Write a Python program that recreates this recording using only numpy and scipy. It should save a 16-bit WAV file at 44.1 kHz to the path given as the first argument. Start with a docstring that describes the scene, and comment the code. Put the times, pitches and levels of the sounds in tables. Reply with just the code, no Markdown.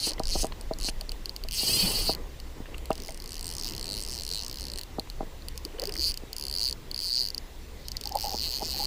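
"""Fly reel by a calm river

Close by, a spring pawl clicks over a 40-tooth gear while line is wound in and a fish pulls it out; each click
is a set of damped rings of cage, hub, rim and frame. The mount of a chest-worn camera knocks as a ringing
housing, the handle knob rattles, fingers tick and skin rubs as shaped noise. Bubbles glide up in pitch over
a noise wash, wind rumbles on the capsule over a distant drone, and something whistles faintly in gliding tones.
"""
import sys
import numpy as np
from scipy import signal
from scipy.fft import rfft, irfft, next_fast_len
from scipy.io import wavfile
from scipy.ndimage import uniform_filter1d, map_coordinates

SR = 44100
rng = np.random.default_rng(int(sys.argv[2]) if len(sys.argv) > 2 else 0)


def output_pcm(signal):
    """Save a mono or channel-first signal as 16-bit PCM at the path in sys.argv[1].

    Samples are clipped to [-1, 1] before scaling.
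    """
    pcm = np.clip(np.atleast_2d(signal).T, -1, 1) * 32767
    wavfile.write(sys.argv[1], SR, np.round(pcm).astype(np.int16))


def decibels_to_gain(level_db):
    """Convert a level in decibels to a linear amplitude gain (20 dB per decade)."""
    exponent = np.asarray(level_db, float) / 20
    return 10 ** exponent


N = 390726

# All spectra are relative, as each noise is scaled to rms 1. Ring levels are relative unless called rms.
TEETH, SPOKES = 40, 4
# spells of turning one way: start_s, gap_tooth (a spoke gap faces the camera), nominal cage_hz
SPELLS = [(0, 3.4, 4280), (1, 7, 4460), (2.7, 9.5, 4335), (5.4, 4.6, 4620), (7.8, 11, 4395)]
# runs of the gear, one table each: time_s, teeth_passed
RUNS = [
    [(0.0018, 0), (0.0236, 6), (0.0541, 17), (0.0754, 26), (0.0954, 34), (0.1, 35), (0.1185, 37),
     (0.1346, 38)],
    [(0.2356, 40), (0.2716, 42), (0.3045, 46), (0.341, 54), (0.3559, 58), (0.3819, 64), (0.424, 76),
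     (0.4305, 78), (0.4385, 79), (0.4547, 81), (0.4687, 82)],
    [(0.7874, 87), (0.8016, 88), (0.8457, 93), (0.8821, 101), (0.8857, 102), (0.8991, 105)],
    [(1.5114, 113), (1.5219, 114), (1.5355, 116), (1.5583, 121), (1.5931, 132), (1.6395, 153),
     (1.6461, 156), (1.6665, 166), (1.7199, 199), (1.7505, 220), (1.7648, 230), (1.7735, 236),
     (1.7926, 248), (1.8113, 260), (1.824, 268), (1.8293, 271), (1.8492, 281), (1.8696, 291), (1.8935, 303),
     (1.9075, 310), (1.9161, 314), (1.9208, 316), (1.9362, 322), (1.9657, 334), (1.9895, 344), (2.015, 354),
     (2.033, 359), (2.1109, 378), (2.1353, 382), (2.1502, 383)],
    [(2.9064, 387), (3.0212, 392), (3.0491, 394), (3.1225, 400), (3.2018, 403), (3.3076, 409),
     (3.3432, 412), (3.3944, 416), (3.4447, 419), (3.4683, 421), (3.538, 427), (3.6122, 432), (3.6555, 436),
     (3.6981, 441), (3.7651, 446), (3.8569, 452), (3.9507, 461), (4.0246, 469), (4.0763, 473),
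     (4.1142, 477), (4.1601, 483), (4.2212, 489), (4.2658, 492), (4.3471, 499), (4.4127, 506),
     (4.4481, 509), (4.4819, 511), (4.586, 518), (4.5981, 519), (4.6406, 523), (4.6537, 524), (4.7368, 529),
     (4.7593, 530), (4.7928, 532), (4.8346, 534)],
    [(5.7977, 538), (5.8195, 539), (5.894, 543), (5.9234, 544), (5.9868, 549), (6.0539, 559), (6.0914, 567),
     (6.1191, 572), (6.1748, 574)],
    [(6.3313, 575), (6.3658, 576), (6.3978, 578), (6.4387, 581), (6.5402, 588), (6.605, 594), (6.6401, 598),
     (6.6971, 605), (6.7273, 607)],
    [(6.9147, 608), (6.9451, 609), (7.0126, 614), (7.05, 620), (7.0833, 626), (7.1792, 638), (7.2084, 642),
     (7.2527, 647), (7.3039, 651), (7.3471, 652), (7.3802, 653)],
    [(8.1542, 663), (8.188, 665), (8.2266, 669), (8.2608, 673), (8.3168, 678), (8.3682, 684), (8.4221, 690),
     (8.4774, 699), (8.5158, 704), (8.5325, 706), (8.5762, 712), (8.5853, 713), (8.6225, 717),
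     (8.6731, 725), (8.7071, 730), (8.7771, 739), (8.8088, 744), (8.8544, 750)],
]
# single clicks and faint ticks, most of them between the runs: time_s, cage_db, rim_db, hub_db
LONE_CLICKS = [(0.1964, -29, -37, -36), (0.5234, -35.5, -70, -61), (0.6118, -42, -43, -43),
               (0.7363, -30.5, -47, -41.5), (1.0115, -27, -38, -39), (1.0937, -25.5, -42, -40),
               (1.1192, -26, -38.5, -43), (1.258, -24, -37.5, -36), (1.2949, -23.5, -41, -36),
               (1.3639, -26.5, -38.5, -34), (1.4383, -28, -39, -39), (1.487, -28.5, -38, -37),
               (2.4012, -37.5, -45, -44), (2.782, -41, -43.5, -48), (2.8572, -39, -43.5, -46),
               (3.5948, -33, -43, -44), (4.7865, -31, -36.5, -34), (4.9969, -20, -38, -35),
               (5.1007, -28.5, -40.5, -40), (5.4229, -37.5, -66.5, -78), (5.4852, -26.5, -41.5, -46),
               (5.5579, -43, -59.5, -55), (5.5774, -39, -42, -35), (5.6512, -25.5, -43.5, -36),
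               (7.8844, -31, -36, -33), (7.9183, -29, -38, -31), (7.9691, -22.5, -38, -31),
               (8.0123, -36, -36.5, -32), (8.0382, -28, -39, -39), (8.0567, -26, -36, -32),
               (8.0741, -22.5, -35, -35), (8.0931, -41, -37, -38.0), (8.123, -33, -40, -33.5)]
# strength of running clicks as the reel is tilted and moved: time_s, cage_db, rim_db, hub_db
STRENGTH = [(0, -24, -39, -34), (0.05, -28, -37.5, -32), (0.13, -32, -41, -38.5), (0.3, -28, -35, -28),
            (0.37, -34, -42.5, -35.5), (0.425, -36, -36.5, -30), (0.47, -40, -38, -40),
            (0.8, -41, -37, -34.5), (0.86, -28, -39, -31), (0.9, -25.5, -41, -36),
            (1.5, -29.5, -37.5, -34.5), (1.75, -26, -32.5, -33), (1.82, -24, -33.5, -36),
            (1.9, -29, -35, -37.5), (2.15, -22.5, -37.5, -37), (2.9, -36, -42.5, -41),
            (3.2, -34.5, -44.5, -38.5), (3.35, -38, -43, -34), (3.65, -35.5, -39, -34),
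            (3.9, -30, -41, -34), (4.1, -31.5, -40, -36.5), (4.33, -28.5, -41, -31.5),
            (4.55, -28.5, -41.5, -37.5), (4.83, -34, -42, -36), (5.8, -22, -42, -36), (5.95, -31, -44, -36),
            (6.04, -21.5, -43.5, -38), (6.5, -23, -42.5, -38.5), (7.4, -17.5, -47, -36),
            (8.15, -27, -35.5, -33.5), (8.27, -32, -34.5, -33), (8.4, -24, -38, -33.5),
            (8.5, -25, -37, -36), (8.56, -23, -36, -31.5), (8.6, -32, -34.5, -34.5),
            (8.76, -24.5, -38, -34.5), (8.86, -22, -33, -33)]
# swing of each ring round the spool, a row per spell: once_a_turn_db, loudest_tooth, twice_a_turn_db, loudest_tooth
CAGE_SWING = [(2, 15, 4, 13.3), (3, 16.6, 3.5, 11.5), (5.5, 14.8, 1.5, 2.2), (4, 34.8, 0, 14),
              (1, 16, 1.5, 11.5)]
RIM_SWING = [(2.7, 25.4, 0.55, 13), (0.3, 27, 0.24, 7.8), (1.7, 18.6, 0.1, 0.2), (0.81, 42, 0.51, 18),
             (2.4, 18.6, 0.84, 11)]
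HUB_SWING = [(1.8, 28, 1.1, 16), (0.56, 13, 0.2, 5.3), (4, 35.3, 0.57, 11.6), (1.6, 39, 2.2, 16.7),
             (1.5, 1.8, 0.75, 1.8)]
LONE_SCATTER = 0.5  # share of full scatter
STEADY_PER_S = 800  # teeth a second at which the scatter is halved
# hub modes: pitch_hz, level_db in each spell, rise_ms, fall_ms
HUB_MODES = [(5080, (2.1, 3, 1.6, 2.4, 2), 0.031, 0.39), (6390, (3.5, 1.5, 0.5, 5, 2), 0.12, 0.23)]
# rim modes: pitch_hz, rise_ms, fall_ms, scatter_db, spoke_swing_db, facing_db in each spell
RIM_MODES = [(8300, 0.08, 0.25, 2.5, 4, (8.5, 6.9, 10.5, 10.4, 3.8)),
             (10350, 0.1, 0.33, 2.5, -0.5, (6, 3.5, 4, 12, -5)),
             (12150, 0.084, 0.21, 3, -2.5, (-1, 1, 2, 3.5, 0)),
             (14420, 0.2, 0.26, 3, 0, (0, 4, 3, 10.5, 4.5))]
# scale of each rim mode's random pitch drift as the spool turns: drift_share
RIM_DRIFT = [.045, .04, .035, .015]
BOUNCE_S, BOUNCE_DB = 0.0008, -6  # the pawl tip's second landing: mean delay and mean level
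FRAME_HZ = 2985
# the frame's low ring over the rim level: level_db in each spell
FRAME_LEVELS = (2.5, 4.5, 2.5, 5.5, 0)
# pawl dragging up a slow tooth: time_s, level_db
DRAG = [(7.76, -77), (7.82, -58), (7.87, -52), (7.9, -71), (8.0, -60), (8.1, -59), (8.16, -57)]
# colour of the drag: pitch_hz, density_db per Hz
DRAG_COLOUR = [(2500, -120), (3600, -14), (4500, -6), (5400, -12), (7000, -36), (10000, -120)]
# camera mount knocks: start_s, level_db, thump_db relative to the knock
KNOCKS = [(0.068, -33.5, -3), (0.198, -19, -11.5), (0.352, -24, -7.5), (0.3575, -23.5, -16),
          (0.43, -28.5, -7), (0.442, -17.5, -14.5), (0.709, -19.5, -14.5), (0.843, -40, -3),
          (0.883, -32, -4.5), (1.015, -35, -21), (1.447, -36.5, -13), (1.63, -31.5, -5), (1.69, -34.5, -2),
          (2.092, -16, -14.5), (2.6, -40.5, 3), (2.903, -13, -15), (3.088, -33, -23), (4.983, -21.5, -10),
          (5.205, -21.5, -12.5), (5.227, -33, -7), (6.232, -41.5, 1), (8.341, -27, -9), (8.625, -26.5, -11)]
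# modes of the mount's housing: pitch_hz, level_db relative to the knock, fall_ms
MOUNT_MODES = [(465, -17.5, 8.5), (649, -11, 9.6), (797, -15.5, 8.8), (978, -21.5, 9), (1185, -14, 1.7)]
# loose handle knob rattles: start_s, level_db
RATTLES = [(8.061, -37), (8.113, -34), (8.153, -18), (8.245, -26), (8.261, -35), (8.278, -34),
           (8.317, -30.5), (8.342, -32), (8.614, -26.5), (8.748, -37), (8.795, -31.5), (8.823, -36)]
# resonance of the knob: pitch_hz, density_db per Hz
KNOB_COLOUR = [(150, -120), (500, -12.5), (700, -12), (815, 2.5), (930, -13), (1300, -40), (2500, -120)]
# small ticks of fingers and line: start_s, level_db, pitch_hz
TICKS = [(0.181, -33.5, 2000), (0.5207, -32.5, 1020), (0.885, -26, 2830), (2.656, -39, 1810),
         (2.665, -43, 2800), (2.743, -35.5, 2760), (2.914, -29.5, 2740), (3.087, -35, 2130),
         (4.7848, -38, 1890), (5.072, -46, 1020), (5.688, -47, 3000), (5.702, -48, 2980),
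         (5.722, -45, 2800), (5.784, -34, 3000), (5.893, -35.5, 2840), (5.956, -34.5, 2040),
         (7.9518, -40, 2130)]
# broad edge of a tick: pitch_hz, density_db per Hz
SNAP_COLOUR = [(250, -31), (900, -4), (3000, -5.5), (6000, -28), (12000, -38)]
# hand rubbing on grip and line: time_s, level_db
RUBBING = [(0.055, -61), (0.075, -41.5), (0.13, -51), (0.17, -55), (2.5, -74), (2.68, -55.5), (3.15, -61),
           (3.3, -88), (5.5, -85), (5.62, -66), (5.83, -45), (6.02, -58), (6.1, -54), (6.2, -70)]
# colour of the rubbing skin: pitch_hz, density_db per Hz
SKIN_COLOUR = [(120, -120), (300, 1), (550, -2.5), (1300, -14.5), (3000, -16), (6000, -120)]
# bubbles at the bank: start_s, level_db, pitch_hz, rise_share two fall times after the peak
BUBBLES = [(1.836, -20, 183, 0.065), (5.55, -41, 474, 0.1), (5.652, -34.5, 351, 0.65),
           (5.738, -39, 402, 0.13), (5.785, -34.5, 510, 0.18), (5.82, -29.5, 503, 0.34),
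           (5.878, -29.5, 407, 0.054), (5.984, -35, 324, 0.11), (6.533, -46.5, 197, 0.1)]
# wind and water: time_s, rumble_rms_db, wash_db (relative)
AIR = [(0.0, -43.5, -52), (0.37, -26, -49), (0.49, -37, -50), (0.79, -32.5, -49.5), (1.4, -39, -53),
       (1.5, -28.5, -55.5), (1.68, -50, -42.5), (1.85, -31, -36), (2.32, -40.5, -51.5), (3.4, -42, -50),
       (3.7, -40.5, -46), (4.3, -40.5, -49.5), (6.4, -40.5, -52), (6.8, -42, -50), (7.16, -45.5, -53.5),
       (8.61, -41.5, -48), (8.86, -36.5, -45)]
# colour of the water wash: pitch_hz, density_db per Hz
WASH_COLOUR = [(53, -22), (90, 5.5), (188, -1.5), (420, -1.5), (664, -9), (1010, -9.5), (1600, -22),
               (2080, -13), (3520, -120)]
# colour of far river and microphone: pitch_hz, density_db per Hz
HISS_COLOUR = [(530, -34), (900, -11), (1120, -6), (1270, -8), (1560, -3), (3650, -2.5), (7040, -8.5),
               (7390, -7), (8340, -12), (13900, -14), (15100, -6), (16500, -69)]
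# colour of the wind rumble: pitch_hz, density_db per Hz
RUMBLE_COLOUR = [(10, -12), (20, 11.5), (33, 4.5), (50, -0.5), (90, -19), (200, -25), (300, -31),
                 (440, -120)]
# colour of a distant steady drone: pitch_hz, density_db per Hz
DRONE_COLOUR = [(50, -54), (57, -8), (62, -1.5), (67, -6), (75, -48), (150, -120)]
HISS_RMS_DB, DRONE_RMS_DB = -55, -48.5
# faint whistles, perhaps a far bird: start_s, length_s, peak_db, from_hz, to_hz
WHISTLES = [(6.26, .032, -56, 3950, 3780), (8.046, .022, -52, 5300, 5500)]


def unit(x):
    """Normalization: divides by the root mean square."""
    return x / np.sqrt(np.mean(x ** 2))


def wobble(rate):
    """Slow random modulation: a smooth curve through rate random knots a second."""
    knots = rng.standard_normal(int(N * rate / SR) + 4)
    return map_coordinates(knots, [np.arange(N) * rate / SR])


def table_curve(points):
    """Linear interpolation of a time and level table."""
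    time_s, level_db = points
    return np.interp(np.arange(N) / SR, time_s, level_db)


def noise(spectrum, patchy_db):
    """Filtered random noise: patches of random gain in time and pitch, then a colour, at rms 1."""
    z = signal.stft(rng.standard_normal(N), nperseg=1024)[2]
    field = uniform_filter1d(rng.standard_normal(z.shape), size=8, axis=0)
    field = unit(uniform_filter1d(field, size=4, axis=1))
    patchy = signal.istft(z * decibels_to_gain(patchy_db * field), nperseg=1024)[1][:N]
    size = next_fast_len(N)
    hz, density_db = np.transpose(spectrum)
    bin_hz = np.fft.rfftfreq(size, 1 / SR)
    gain = decibels_to_gain(np.interp(np.log(bin_hz + 1), np.log(hz + 1), density_db))
    return unit(irfft(rfft(patchy, size) * gain, size)[:N])


def place(s, shapes):
    """Superposition: sums one row of samples at each time."""
    at = np.round(s * SR).astype(int)[:, None] + np.arange(shapes.shape[1])
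    keep = (at >= 0) & (at < N)
    return np.bincount(at[keep], shapes[keep], N)


def burst(s, db, hz, rise_ms, fall_ms, slip, glide=0, order=1):
    """Damped resonance: rings swell exponentially to a peak near s and decay exponentially.

    slip is the phase scatter in cycles; glide the pitch rise share two fall times on; order rounds the peak."""
    db, hz, glide = (np.reshape(v, (-1, 1)) for v in (db, hz, glide))
    first = np.round((s - 6 * rise_ms / 1000) * SR) / SR
    t = (first - s)[:, None] + np.arange(int((6 * rise_ms + 8 * fall_ms) * SR / 1000)) / SR
    rise = np.exp(-1000 * t / rise_ms / order)
    fall = np.exp(1000 * t / fall_ms / order)
    swell = 0.7 * (2 / (rise + fall)) ** order
    cycles = hz * t * (1 + glide * t * 250 / fall_ms) + slip * rng.standard_normal((len(s), 1))
    return place(first, decibels_to_gain(db) * swell * np.cos(2 * np.pi * cycles))


def tooth_times(run):
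    """Kinematics of the gear: a smooth, never reversing curve gives the moment each tooth passes the pawl."""
    s, teeth = np.transpose(run)
    step = np.diff(teeth)
    gap = np.diff(s) / step
    # harmonic means of neighbouring gaps keep the curve from reversing
    slope = np.r_[gap[0], 2 * gap[1:] * gap[:-1] / (gap[1:] + gap[:-1]), gap[-1]]
    tooth = np.arange(teeth[0], teeth[-1] + 1)
    i = np.minimum(np.searchsorted(teeth, tooth, "right") - 1, len(gap) - 1)
    u = (tooth - teeth[i]) / step[i]
    bend = (1 - u) * ((1 - u) * (slope[i] - gap[i]) - u * (slope[i + 1] - gap[i]))
    return tooth, s[i] + u * step[i] * (gap[i] + bend)


def spell_of(s):
    """Piecewise states: which spell of turning each moment lies in."""
    return np.searchsorted(np.transpose(SPELLS)[0], s, "right") - 1


def clicks():
    """Periodic modulation: the turning spool swings the cage, rim and hub levels of the running clicks."""
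    tooth, s = np.hstack([tooth_times(run) for run in RUNS])
    when, *strengths = np.transpose(STRENGTH)
    turn = 2 * np.pi / TEETH
    levels = []
    for strength_db, swing in zip(strengths, (CAGE_SWING, RIM_SWING, HUB_SWING)):
        once_db, first, twice_db, second = np.transpose(swing)[:, spell_of(s)]
        once = once_db * np.cos(turn * (tooth - first))
        twice = twice_db * np.cos(2 * turn * (tooth - second))
        levels.append(np.interp(s, when, strength_db) + once + twice)
    # the pawl rides more evenly the faster the teeth pass
    scatter = 1 / (1 + 1 / (np.gradient(s) * STEADY_PER_S))
    running = np.array([tooth, s, *levels, scatter])
    lone = np.transpose(LONE_CLICKS)
    lone_scatter = np.full(len(LONE_CLICKS), LONE_SCATTER)
    single = np.array([np.interp(lone[0], s, tooth), *lone, lone_scatter])
    return np.hstack([running, single])


def tooth_luck(count, columns):
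    """Correlated randomness: neighbouring teeth sound partly alike."""
    own = rng.standard_normal((count, columns))
    common = uniform_filter1d(rng.standard_normal((count, columns)), size=7, axis=0)
    return unit(own + 2.2 * common).T


def cage_ring(s, cage_db, hub_db, scatter):
    """Directivity: seen off its beam the cage rings higher, towards the hub."""
    level_luck, pitch_luck = tooth_luck(len(s), 2) * scatter
    cage_hz = np.transpose(SPELLS)[2, spell_of(s)]
    cage_hz = cage_hz * (1 + 0.0025 * (hub_db - cage_db + 16) + 0.017 * pitch_luck)
    return burst(s, cage_db + 4 + 1.92 * level_luck, cage_hz, rise_ms=0.25, fall_ms=0.3,
                 slip=0.16 * scatter[:, None], order=3)


def hub_ring(s, hub_db, scatter):
    """Modal ringing: the hub answers each click with damped modes of scattered level and pitch."""
    x = np.zeros(N)
    for hz, spell_db, rise_ms, fall_ms in HUB_MODES:
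        level_luck, pitch_luck = tooth_luck(len(s), 2) * scatter
        level_db = hub_db + np.array(spell_db)[spell_of(s)] + 3 * level_luck
        ring_hz = hz * (1 + 0.041 * pitch_luck)
        x += burst(s, level_db, ring_hz, rise_ms, fall_ms, slip=0.066 * scatter[:, None], order=2)
    return x


def rim_ring(tooth, s, rim_db, scatter):
    """Repeated impact: the pawl tip lands twice on the rim modes, which passing spokes pattern."""
    x = np.zeros(N)
    spell = spell_of(s)
    gap_tooth = np.transpose(SPELLS)[1, spell]
    window = np.cos(2 * np.pi * SPOKES * (tooth - gap_tooth) / TEETH)
    slip = 0.16 * scatter[:, None]
    for mode, drift in zip(RIM_MODES, RIM_DRIFT):
        hz, rise_ms, fall_ms, scatter_db, swing_db, facing_db = mode
        level_luck, pitch_luck = tooth_luck(len(s), 2)
        level_db = rim_db + np.array(facing_db)[spell] + scatter_db * level_luck + swing_db * window
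        ring_hz = hz * (1 + drift * scatter * pitch_luck)
        landing = s - 0.00045
        x += burst(landing, level_db, ring_hz, rise_ms, fall_ms, slip)
        late, uneven = scatter * unit(uniform_filter1d(rng.standard_normal((2, len(s))), size=4))
        second = landing + BOUNCE_S * (1 + 0.3 * late)
        x += burst(second, level_db + BOUNCE_DB + 3.5 * uneven, ring_hz, rise_ms, fall_ms, slip)
    return x


def frame_ring(s, rim_db, scatter):
    """Modal ringing: the frame has one low mode that follows the rim level."""
    level_luck, pitch_luck = tooth_luck(len(s), 2)
    level_db = rim_db + np.array(FRAME_LEVELS)[spell_of(s)] + 1.9 * level_luck
    return burst(s - 0.0003, level_db, FRAME_HZ * (1 + 0.02 * pitch_luck), rise_ms=0.1, fall_ms=0.7,
                 slip=0.17 * scatter[:, None])


def metal_crack(s, rim_db):
    """Broadband impact: the crack of metal on metal fills the gaps between the modes."""
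    t = np.arange(200) / SR
    edge = np.diff(rng.standard_normal((len(s), 201)))  # differencing favours the treble
    envelope_db = rim_db[:, None] - 36 - 60 * np.abs(t - 0.001) / 0.0062
    return place(s - 0.0012, edge * decibels_to_gain(envelope_db))


def reel():
    """Impact excitation: each click rings cage, hub, rim and frame alike."""
    tooth, s, cage_db, rim_db, hub_db, scatter = clicks()
    cage = cage_ring(s, cage_db, hub_db, scatter)
    rest = hub_ring(s, hub_db, scatter) + rim_ring(tooth, s, rim_db, scatter)
    rest += frame_ring(s, rim_db, scatter) + metal_crack(s, rim_db)
    return cage, rest


def surroundings(cage, rest):
    """Scattering: moving hands, chest and ground return the reel briefly, never twice alike."""
    t = np.arange(SR // 20) / SR
    replies = rng.standard_normal((5, len(t))) * decibels_to_gain(-60 * t / 0.026) * (t > 0.0008)
    # skin, cloth and grass swallow the treble above 5300 Hz
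    replies = signal.lfilter(*signal.butter(2, 5300, fs=SR), replies)
    replies = replies / np.linalg.norm(replies, axis=1)[:, None]
    share = np.array([wobble(40) for _ in replies])
    share = share / np.linalg.norm(share, axis=0)
    # the cage beams its ring, so less of it comes back by way of the surroundings
    back = (decibels_to_gain(-22) * cage + decibels_to_gain(-9.5) * rest) * share
    return signal.fftconvolve(back, replies, axes=1).sum(0)[:N]


def pawl_drag():
    """Friction: the pawl scrapes softly, as unsteady noise, up a slow tooth."""
    level_db = table_curve(np.transpose(DRAG)) + 4.5 * wobble(160)
    return decibels_to_gain(level_db) * noise(DRAG_COLOUR, patchy_db=2.5)


def mount():
    """Modal impact: a knock swells, rings the housing at new strengths and thumps the capsule."""
    s, db, thump_db = np.transpose(KNOCKS)
    luck = rng.standard_normal((len(MOUNT_MODES), len(s)))
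    x = burst(s + 0.00264, db, 726, rise_ms=0.79, fall_ms=1.0, slip=0.012)
    for (hz, level_db, fall_ms), mode_luck in zip(MOUNT_MODES, luck):
        x += burst(s + 0.002895, db + level_db + 2.4 * mode_luck, hz, 0.29, fall_ms, slip=0.053)
    return x + burst(s + 0.0045, db + thump_db + 11.5, 250, rise_ms=0.41, fall_ms=1.76, slip=0.026)


def knob_rattle():
    """Resonance: the loose knob chatters as bursts of noise in its one resonance."""
    s, db = np.transpose(RATTLES)
    # a burst at 0 Hz is a bare envelope
    chatter = burst(s + 0.003, db - 4, 0, rise_ms=5.7, fall_ms=9.6, slip=0)
    return chatter * noise(KNOB_COLOUR, patchy_db=0)


def finger_ticks():
    """Light impact: fingers and line give short, rough rings with a broad noise edge."""
    s, db, hz = np.transpose(TICKS)
    ring = burst(s + 0.001854, db + 1.5, hz, rise_ms=0.65, fall_ms=1.4, slip=0.27)
    edge = burst(s + 0.0013, db - 5.5, 0, rise_ms=0.65, fall_ms=2.8, slip=0)
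    return (ring + edge * noise(SNAP_COLOUR, patchy_db=2.5)) * decibels_to_gain(2.5 * wobble(900))


def skin_rub():
    """Friction: skin rubs on grip and line in grains, as unsteady noise."""
    level_db = table_curve(np.transpose(RUBBING)) + 4.3 * wobble(70)
    return decibels_to_gain(level_db) * noise(SKIN_COLOUR, patchy_db=1.5)


def water():
    """Bubble resonance: rings glide up in pitch over a patchy noise wash; the far river hisses."""
    s, db, hz, rise = np.transpose(BUBBLES)
    bubbles = burst(s + 0.0073, db, hz, rise_ms=5.8, fall_ms=8.2, slip=0.24, glide=rise)
    bubbles *= decibels_to_gain(2.5 * wobble(120))
    when, _, wash_db = np.transpose(AIR)
    wash = decibels_to_gain(table_curve((when, wash_db)) + 1 + 1.2 * wobble(18)) * noise(WASH_COLOUR, patchy_db=2)
    return bubbles + wash + decibels_to_gain(HISS_RMS_DB) * noise(HISS_COLOUR, patchy_db=1.5)


def wind():
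    """Turbulence: lumpy low pressure on the capsule, as low noise of varying level."""
    when, rumble_db, _ = np.transpose(AIR)
    return decibels_to_gain(table_curve((when, rumble_db))) * noise(RUMBLE_COLOUR, patchy_db=0.9)


def drone():
    """Narrow-band noise: a distant steady drone."""
    return decibels_to_gain(DRONE_RMS_DB) * noise(DRONE_COLOUR, patchy_db=0.5)


def whistles():
    """Frequency modulation: thin sine tones glide linearly in pitch."""
    t = np.arange(N) / SR
    x = np.zeros(N)
    for s, length, db, from_hz, to_hz in WHISTLES:
        u = np.clip((t - s) / length, 0, 1)
        swell = np.sqrt(np.abs(np.sin(np.pi * u)))
        cycles = length * u * (from_hz + (to_hz - from_hz) * u / 2)
        x += decibels_to_gain(db) * swell * np.sin(2 * np.pi * cycles)
    return x


def scene():
    """Superposition: all sources add at one capsule."""
    cage, rest = reel()
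    close = cage + rest + surroundings(cage, rest) + pawl_drag()
    hands = mount() + knob_rattle() + finger_ticks() + skin_rub()
    background = water() + wind() + drone() + whistles()
    return (close + hands + background)[None]


def band_limit(x):
    """A steep low-pass at the top of the band."""
    return signal.sosfilt(signal.butter(12, 16640, fs=SR, output="sos"), x)


def record(dry):
    """Signal chain: the finished mix passes through the camera's last stage."""
    return band_limit(dry)


dry = scene()
out = record(dry)
output_pcm(out)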